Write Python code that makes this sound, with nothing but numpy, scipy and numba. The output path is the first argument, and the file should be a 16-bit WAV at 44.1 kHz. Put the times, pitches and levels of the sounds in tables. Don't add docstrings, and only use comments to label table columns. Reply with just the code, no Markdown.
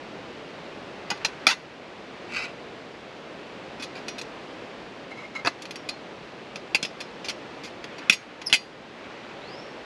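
import sys
import numpy as np
from scipy import signal
from scipy.fft import rfft, irfft
from scipy.io import wavfile
from numba import njit

SR = 44100
rng = np.random.default_rng(int(sys.argv[2]) if len(sys.argv) > 2 else 0)


def dump_mix(stems):
    frames = np.atleast_2d(stems).T
    limited = np.clip(frames, -1, 1)
    pcm = np.round(limited * 32767).astype(np.int16)
    wavfile.write(sys.argv[1], SR, pcm)


N = 434376
TIME = np.arange(N) / SR


def undb(db):
    return 10 ** (np.asarray(db) / 20)


def unit(x):
    return x / np.sqrt(np.mean(x ** 2) + 1e-20)


def walk(rate):
    count = int(rate * N / SR) + 2
    values = rng.standard_normal(count)
    return np.sqrt(3 / 2) * np.interp(TIME * rate, np.arange(count), values)


def colour(x, points, size=2048):
    hz, db = np.transpose(points)
    bin_hz = np.arange(size // 2 + 1) * SR / size
    log_gain = np.interp(np.log(bin_hz + 1), np.log(hz), np.log(undb(db)))
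    cepstrum = irfft(log_gain)
    cepstrum[1:size // 2] *= 2
    cepstrum[size // 2 + 1:] = 0
    response = irfft(np.exp(rfft(cepstrum)))
    return signal.oaconvolve(x, response)[:len(x)]


def fade(t, t60):
    return np.exp(-np.log(1000) * t / t60)


def ring(modes, t, extra_db=0, detune=0):
    hz, db, t60 = np.transpose(modes)
    hz = hz * (1 + detune * rng.standard_normal(len(hz)))
    size = undb(db + extra_db) * rng.choice([-1, 1], len(hz))
    angle = np.outer(2 * np.pi * hz, t).astype(np.float32)
    decay = np.outer(-np.log(1000) / t60, t).astype(np.float32)
    return np.sum(size.astype(np.float32)[:, None] * np.sin(angle) * np.exp(decay), axis=0)


def slips(count, rate, spread_db):
    chance, size = rng.random(count), rng.standard_normal(count)
    happens = chance < rate / SR
    return happens * undb(spread_db * np.clip(size, -2, 2)) * rng.choice([-1, 1], count)


def strokes(table, attack_s, release_s):
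    power = np.zeros(N)
    for s, hold_s, db in table:
        near = slice(max(int((s - attack_s) * SR), 0), int((s + hold_s + release_s) * SR))
        t = TIME[near] - s
        swell = fade(np.maximum(-t, 0), attack_s)
        decay = fade(np.maximum(t - hold_s, 0), release_s)
        power[near] += (undb(db) * swell * decay) ** 2
    return np.sqrt(power)


# (frequency [Hz], relative level [dB])
WATER_TONE = [(22, -37), (45, -15.5), (90, -11), (150, -3), (330, 1), (560, -0.16), (850, -5), (1400, -9),
              (2600, -11), (4500, -19.5), (6800, -31), (9500, -42.5), (12000, -52.5), (14500, -66)]


def water(level_db=-41, swell_db=0.69, gurgle_db=0.2, split_hz=700):
    rush = unit(colour(rng.standard_normal(N), WATER_TONE))
    lows = signal.sosfilt(signal.butter(1, split_hz, fs=SR, output="sos"), rush)
    gurgling = rush + lows * (undb(gurgle_db * walk(12)) - 1)
    return gurgling * undb(level_db + swell_db * walk(1.335))


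# (frequency [Hz], relative level [dB])
CLOTH_TONE = [(300, -13.5), (1200, 2.5), (2500, 0.5), (3600, -9.5), (6500, -22.5), (12000, -50)]
# (time [s], hold [s], level [dB])
REACHES = [(1.12, 0.55, -48.5), (8.0, 0.28, -45), (9.04, 0.093, -46), (9.45, .3, -56)]


def clothes(grain_db=2.0):
    brush = colour(rng.standard_normal(N) * undb(grain_db * walk(60)), CLOTH_TONE)
    return unit(brush) * strokes(REACHES, attack_s=1.1, release_s=2.1)


def glide(from_hz, to_hz, midway_s, glide_s):
    return from_hz + (to_hz - from_hz) * (1 + np.tanh((TIME - midway_s) / glide_s)) / 2


def squeal(loudness, hz, jitter, jitter_rate, flutter_db, octave_db):
    out, on = np.zeros(N), loudness > 0
    unsteady_hz = hz[on] * (1 + jitter * walk(jitter_rate)[on])
    phase = 2 * np.pi * np.cumsum(unsteady_hz) / SR
    tone = np.sin(phase) + undb(octave_db) * np.sin(2 * phase)
    out[on] = unit(tone * undb(flutter_db * walk(500)[on])) * loudness[on]
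    return out


# (time [s], hold [s], level [dB])
SWISH = [(9.48, .12, -50.5)]
# (start [Hz], end [Hz], midway [s], glide time [s])
SWISH_GLIDE = (3380, 5470, 9.483, .085)


def swish():
    loudness = strokes(SWISH, attack_s=.55, release_s=.55)
    pitch = glide(*SWISH_GLIDE)
    return squeal(loudness, pitch, jitter=0.024, jitter_rate=900, flutter_db=4.0, octave_db=-45)


# (time [s], hold [s], level [dB])
SQUEAK = [(8.47, 0.0054, -21)]
# (start [Hz], end [Hz], midway [s], glide time [s])
SQUEAK_GLIDE = (6400, 4930, 8.463, 0.013)


def squeak():
    loudness = strokes(SQUEAK, attack_s=0.023, release_s=0.057)
    pitch = glide(*SQUEAK_GLIDE)
    return squeal(loudness, pitch, jitter=0.03, jitter_rate=1500, flutter_db=3.0, octave_db=-16)


def scrape(pressure, modes, rate, grit_db, grit_hz=1400):
    t = np.arange(SR // 4) / SR
    grit = colour(rng.standard_normal(len(t)) * fade(t, 0.02), SHEET)
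    band = signal.butter(1, [grit_hz / 2, grit_hz * 2], "bandpass", fs=SR, output="sos")
    grit = signal.sosfilt(band, grit)
    response = unit(ring(modes, t)) + undb(grit_db) * unit(grit)
    force = unit(slips(N, rate, spread_db=2)) * pressure
    return signal.oaconvolve(force, response / np.linalg.norm(response))[:N]


# (frequency [Hz], relative level [dB], 60 dB decay time [s])
HELD_LID = [(1210, -5, .04), (1440, -1, .05), (1640, 0, 0.028), (2030, -0.5, 0.068), (2340, 3, .035),
            (2520, -5, 0.11), (2670, 1.5, 0.075), (2850, -15, 0.11), (3850, -11, .05), (4050, -9, 0.086),
            (4570, -8.5, .07), (5100, -12, .1), (5920, -21, .04), (6470, -22, .04)]
# (time [s], hold [s], level [dB])
SLIDES = [(2.342, .04, -27.5), (2.423, 0.012, -30)]


def slides():
    return scrape(strokes(SLIDES, attack_s=.14, release_s=.18), HELD_LID, rate=750, grit_db=-4.5)


# (frequency [Hz], relative level [dB], 60 dB decay time [s])
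RUBBED_RIM = [(1024, -8, 0.05), (1300, -3.5, 0.042), (2120, 2.5, 0.051), (2230, 4, 0.037),
              (4010, -10, 0.062), (5100, -24, .08)]
# (time [s], hold [s], level [dB])
TWISTS = [(5.11, .004, -39), (5.168, .085, -42.5), (5.353, .006, -27.5), (5.376, .022, -39.5)]


def twists():
    return scrape(strokes(TWISTS, attack_s=.03, release_s=.09), RUBBED_RIM, rate=850, grit_db=-8)


# (time [s], level [dB])
THUDS = [(1.468, -34), (6.829, -37), (8.097, -29)]


def thuds(size=4096, lowest_hz=140):
    out = np.zeros(N + SR)
    for s, db in THUDS:
        boom = ring(SHELL[:2], np.arange(size) / SR)
        start = int(s * SR)
        out[start:start + size] += boom / np.linalg.norm(boom) * np.sqrt(SR / 50) * undb(db)
    return signal.sosfilt(signal.butter(3, lowest_hz, "highpass", fs=SR, output="sos"), out[:N])


BAND_EDGES_HZ = [120, 400, 1900, 3300, 7000, 15000]


def voiced(x, band_db, rumble_db=-18):
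    edges = np.array(BAND_EDGES_HZ)
    energy = np.cumsum(abs(rfft(x)) ** 2) * 2 / len(x)
    band_energy = np.diff(energy[edges * len(x) // SR])
    have_db = 10 * np.log10(band_energy / (.02 * SR) + 1e-20)
    corners = np.column_stack([edges[:-1] * 1.15, edges[1:] / 1.15]).ravel()
    gain_db = np.repeat(band_db - have_db, 2)
    return colour(x, [(edges[0] / 2, gain_db[0] + rumble_db), *zip(corners, gain_db)])


# (frequency [Hz], relative level [dB], 60 dB decay time [s])
LID = [(830, -12, .1), (1174, -13, .17), (1535, -8, .1), (2015, -3, .16), (2494, 0, .15), (2720, -6, .12),
       (2960, -1, .14), (3335, -5, .09), (3540, -2, .16), (4060, -8, .11), (4210, -7, .24), (4585, -9, .15),
       (4740, -9, .26), (4865, -9, .16), (5140, -7, .15), (5578, -6, .17), (5760, -14, .22),
       (6436, -14, .22), (7550, -22, .11), (8880, -27, .12), (9593, -22, .18), (10070, -28, .18)]
# (frequency [Hz], relative level [dB], 60 dB decay time [s])
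SHELL = [(198, -21.5, 0.053), (281, -16, 0.037), (927, -12, 0.03), (1500, -11.5, 0.018), (2057, -4, 0.024),
         (2478, 2, 0.033), (2690, -4, 0.049), (3410, -3, 0.02), (4170, -6, 0.043), (4610, -4, 0.033),
         (4980, -12.5, 0.061), (5690, -15, 0.028), (6310, -15, 0.022), (9700, -18.5, 0.023)]
# (frequency [Hz], relative level [dB])
SHEET = [(60, -22), (170, -13), (700, -1), (1500, -0.5), (2500, 6), (4800, -3.5), (5600, -3.5), (6900, -4),
         (8000, -14), (10000, -12.5), (13000, -29), (16000, -48)]


def knock(chatter_s, ring_db, spot_hz, band_db, size=10240):
    t = np.arange(size) / SR
    bounces = undb(-8) * slips(size, rate=2200, spread_db=0.5)
    force = bounces * np.exp(-(t / chatter_s) ** 2 / 2)
    force[0] = 1
    force = force / np.linalg.norm(force)
    shell = ring(SHELL, t, 2.0 * rng.standard_normal(len(SHELL)), detune=.012)
    sheet_fade = fade(t, 0.054) + undb(-33) * fade(t, 0.44)
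    sheet = colour(rng.standard_normal(size) * sheet_fade, SHEET)
    clatter = signal.fftconvolve(force, shell + 2 * undb(-2) * sheet)[:size]
    mode_db = ring_db + 0.94 * rng.standard_normal(len(LID))
    mode_db[np.argmin(abs(np.array(LID)[:, 0] - spot_hz))] += 11
    build_up = np.sqrt(np.cumsum(force ** 2))
    long_ring = ring(LID, t, mode_db, detune=0.00064) * build_up
    return voiced(clatter + long_ring, np.array(band_db))


def knocks(table, balance_db):
    centres = np.sqrt(np.multiply(BAND_EDGES_HZ[:-1], BAND_EDGES_HZ[1:]))
    octaves = np.log2(centres / centres[2])
    out = np.zeros(N + SR)
    for s, db, brightness, chatter_s, ring_db, spot_hz in table:
        band_db = db + np.array(balance_db) + brightness * octaves
        blow = knock(chatter_s, ring_db, spot_hz, band_db)
        start = int(s * SR)
        out[start:start + len(blow)] += blow
    return out[:N]


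# (start [s], end [s])
HANDLING = [(1.151, 1.35), (2.48, 2.4), (7.85, 6.3)]


def ticks(per_s=8, level_db=-52, spread_db=1.5, chatter_s=.003, ring_db=-21):
    slots = np.concatenate([np.arange(start, end, 1 / per_s) for start, end in HANDLING])
    rows = []
    for slot in slots:
        s = slot + rng.random() / per_s / 2
        db = level_db + spread_db * rng.standard_normal()
        rows.append((s, db, 0, chatter_s, ring_db, rng.choice(LID)[0]))
    return knocks(rows, CLINK_BALANCE_DB)


# (time [s], level [dB],
# brightness [dB per octave], chatter time [s], relative long ring [dB], favoured mode [Hz])
CLINKS = [(3.797, -41.5, -2.5, .018, -2, 2494), (3.824, -37, 1.2, .013, -20, 5140),
          (3.954, -41.5, -4, 0.031, -20, 2494), (4.083, -36, 0, .0024, -10.5, 5760),
          (4.183, -39, 0.8, .009, -23, 5760), (4.214, -41.5, 1, .001, -20, 5760),
          (5.621, -48, 5, .002, -26, 5578), (5.654, -44.5, -1.5, .002, -29, 4585),
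          (5.709, -41.5, 0.5, .002, -22, 4585), (5.757, -43, 1, .005, -12, 5578),
          (5.889, -33, 1, 0.0045, -15.5, 4210), (6.558, -38.5, -2.5, 0.00091, -20, 4865),
          (6.828, -30.5, 2, .003, -10.5, 5140), (6.85, -33.5, -1.5, .004, -24, 4210),
          (7.004, -37.5, -.5, 0.0092, -15, 5140), (7.245, -38.5, -0.5, 0.018, -13, 4585),
          (7.285, -34, 0.5, 0.005, -21, 5578), (7.295, -34, .3, 0.0076, -23, 4585),
          (7.636, -41, .5, 0.027, -30, 5578), (7.842, -41.5, -3, 0.0012, -31, 3540),
          (7.983, -44, -2.5, .005, -14, 2494), (8.416, -40, -3, .0055, -19, 2720),
          (8.498, -37, -0.5, .0024, 2, 2720)]
CLINK_BALANCE_DB = [-16, -8, -0.5, 0.5, -15.5]


def clinks():
    return knocks(CLINKS, CLINK_BALANCE_DB)


# (time [s], level [dB], brightness [dB per octave],
# chatter time [s], relative long ring [dB], mode favoured by the contact spot [Hz])
SCUFFS = [(1.103, -31.3, .5, 0.0027, -25, 5140), (1.112, -33.5, -5.5, .005, -5, 830),
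          (1.248, -25, 0, 0.0066, -33, 3540), (1.468, -14, -.6, 0.0071, -21, 2015),
          (1.486, -20, -1, .016, -26, 4740), (1.505, -22.5, -1.3, .017, -21, 2015)]
SCUFF_BALANCE_DB = [-26, -4.5, -0.5, 0.5, -17]


def scuffs():
    return knocks(SCUFFS, SCUFF_BALANCE_DB)


# (time [s], level [dB],
# brightness [dB per octave], chatter time [s], relative long ring [dB], favoured mode [Hz])
SEATING = [(5.449, -36.5, -2.7, .0025, -22, 2015), (5.459, -33, -2, .003, -22, 2015),
           (5.471, -25, -.8, 0.0044, -22, 4060)]
SEAT_BALANCE_DB = [-11, 1.5, -0.5, -1, -19]


def seating():
    return knocks(SEATING, SEAT_BALANCE_DB)


# (time [s], level [dB], brightness [dB per octave],
# chatter time [s], relative long ring [dB], favoured mode [Hz])
DROPS = [(6.747, -18.5, -1.2, 0.0056, -23, 4210), (8.097, -11.5, -0.55, 0.0016, -14.5, 5578),
         (8.124, -21.5, .9, .013, -19, 6436), (8.527, -13, -.5, 0.0021, -12, 3335),
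         (8.535, -12.5, 0.5, .012, -22, 4740)]
DROP_BALANCE_DB = [-24.5, -14.5, 0.5, -4.5, -16]


def drops():
    return knocks(DROPS, DROP_BALANCE_DB)


def widen(mono, split_hz=12500, lag_s=0.000303):
    top = signal.sosfilt(signal.butter(5, split_hz, "highpass", fs=SR, output="sos"), mono)
    side = np.interp(TIME - lag_s, TIME, top)
    return np.array([mono + side, mono - side])


def scene():
    background = water() + clothes() + swish()
    rubbing = squeak() + slides() + twists()
    contacts = thuds() + ticks() + clinks() + scuffs() + seating() + drops()
    return widen(background + rubbing + contacts)


@njit
def follow(size, attack, release):
    out, e = np.empty(len(size)), 0.
    for i in range(len(size)):
        e += (size[i] - e) * (attack if size[i] > e else release)
        out[i] = e
    return out


def record(dry, threshold_db=-17.0, slope=0.45, attack_s=0.0034, release_s=0.72, top_hz=14900):
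    envelope = follow(abs(dry[0]), 1 / (attack_s * SR), 1 / (release_s * SR))
    gain = np.maximum(envelope / undb(threshold_db), 1) ** -slope
    limited = np.clip(dry * gain, -1, 1)
    return signal.sosfilt(signal.ellip(8, .2, 70, top_hz, fs=SR, output="sos"), limited)


dry = scene()
out = record(dry)
dump_mix(out)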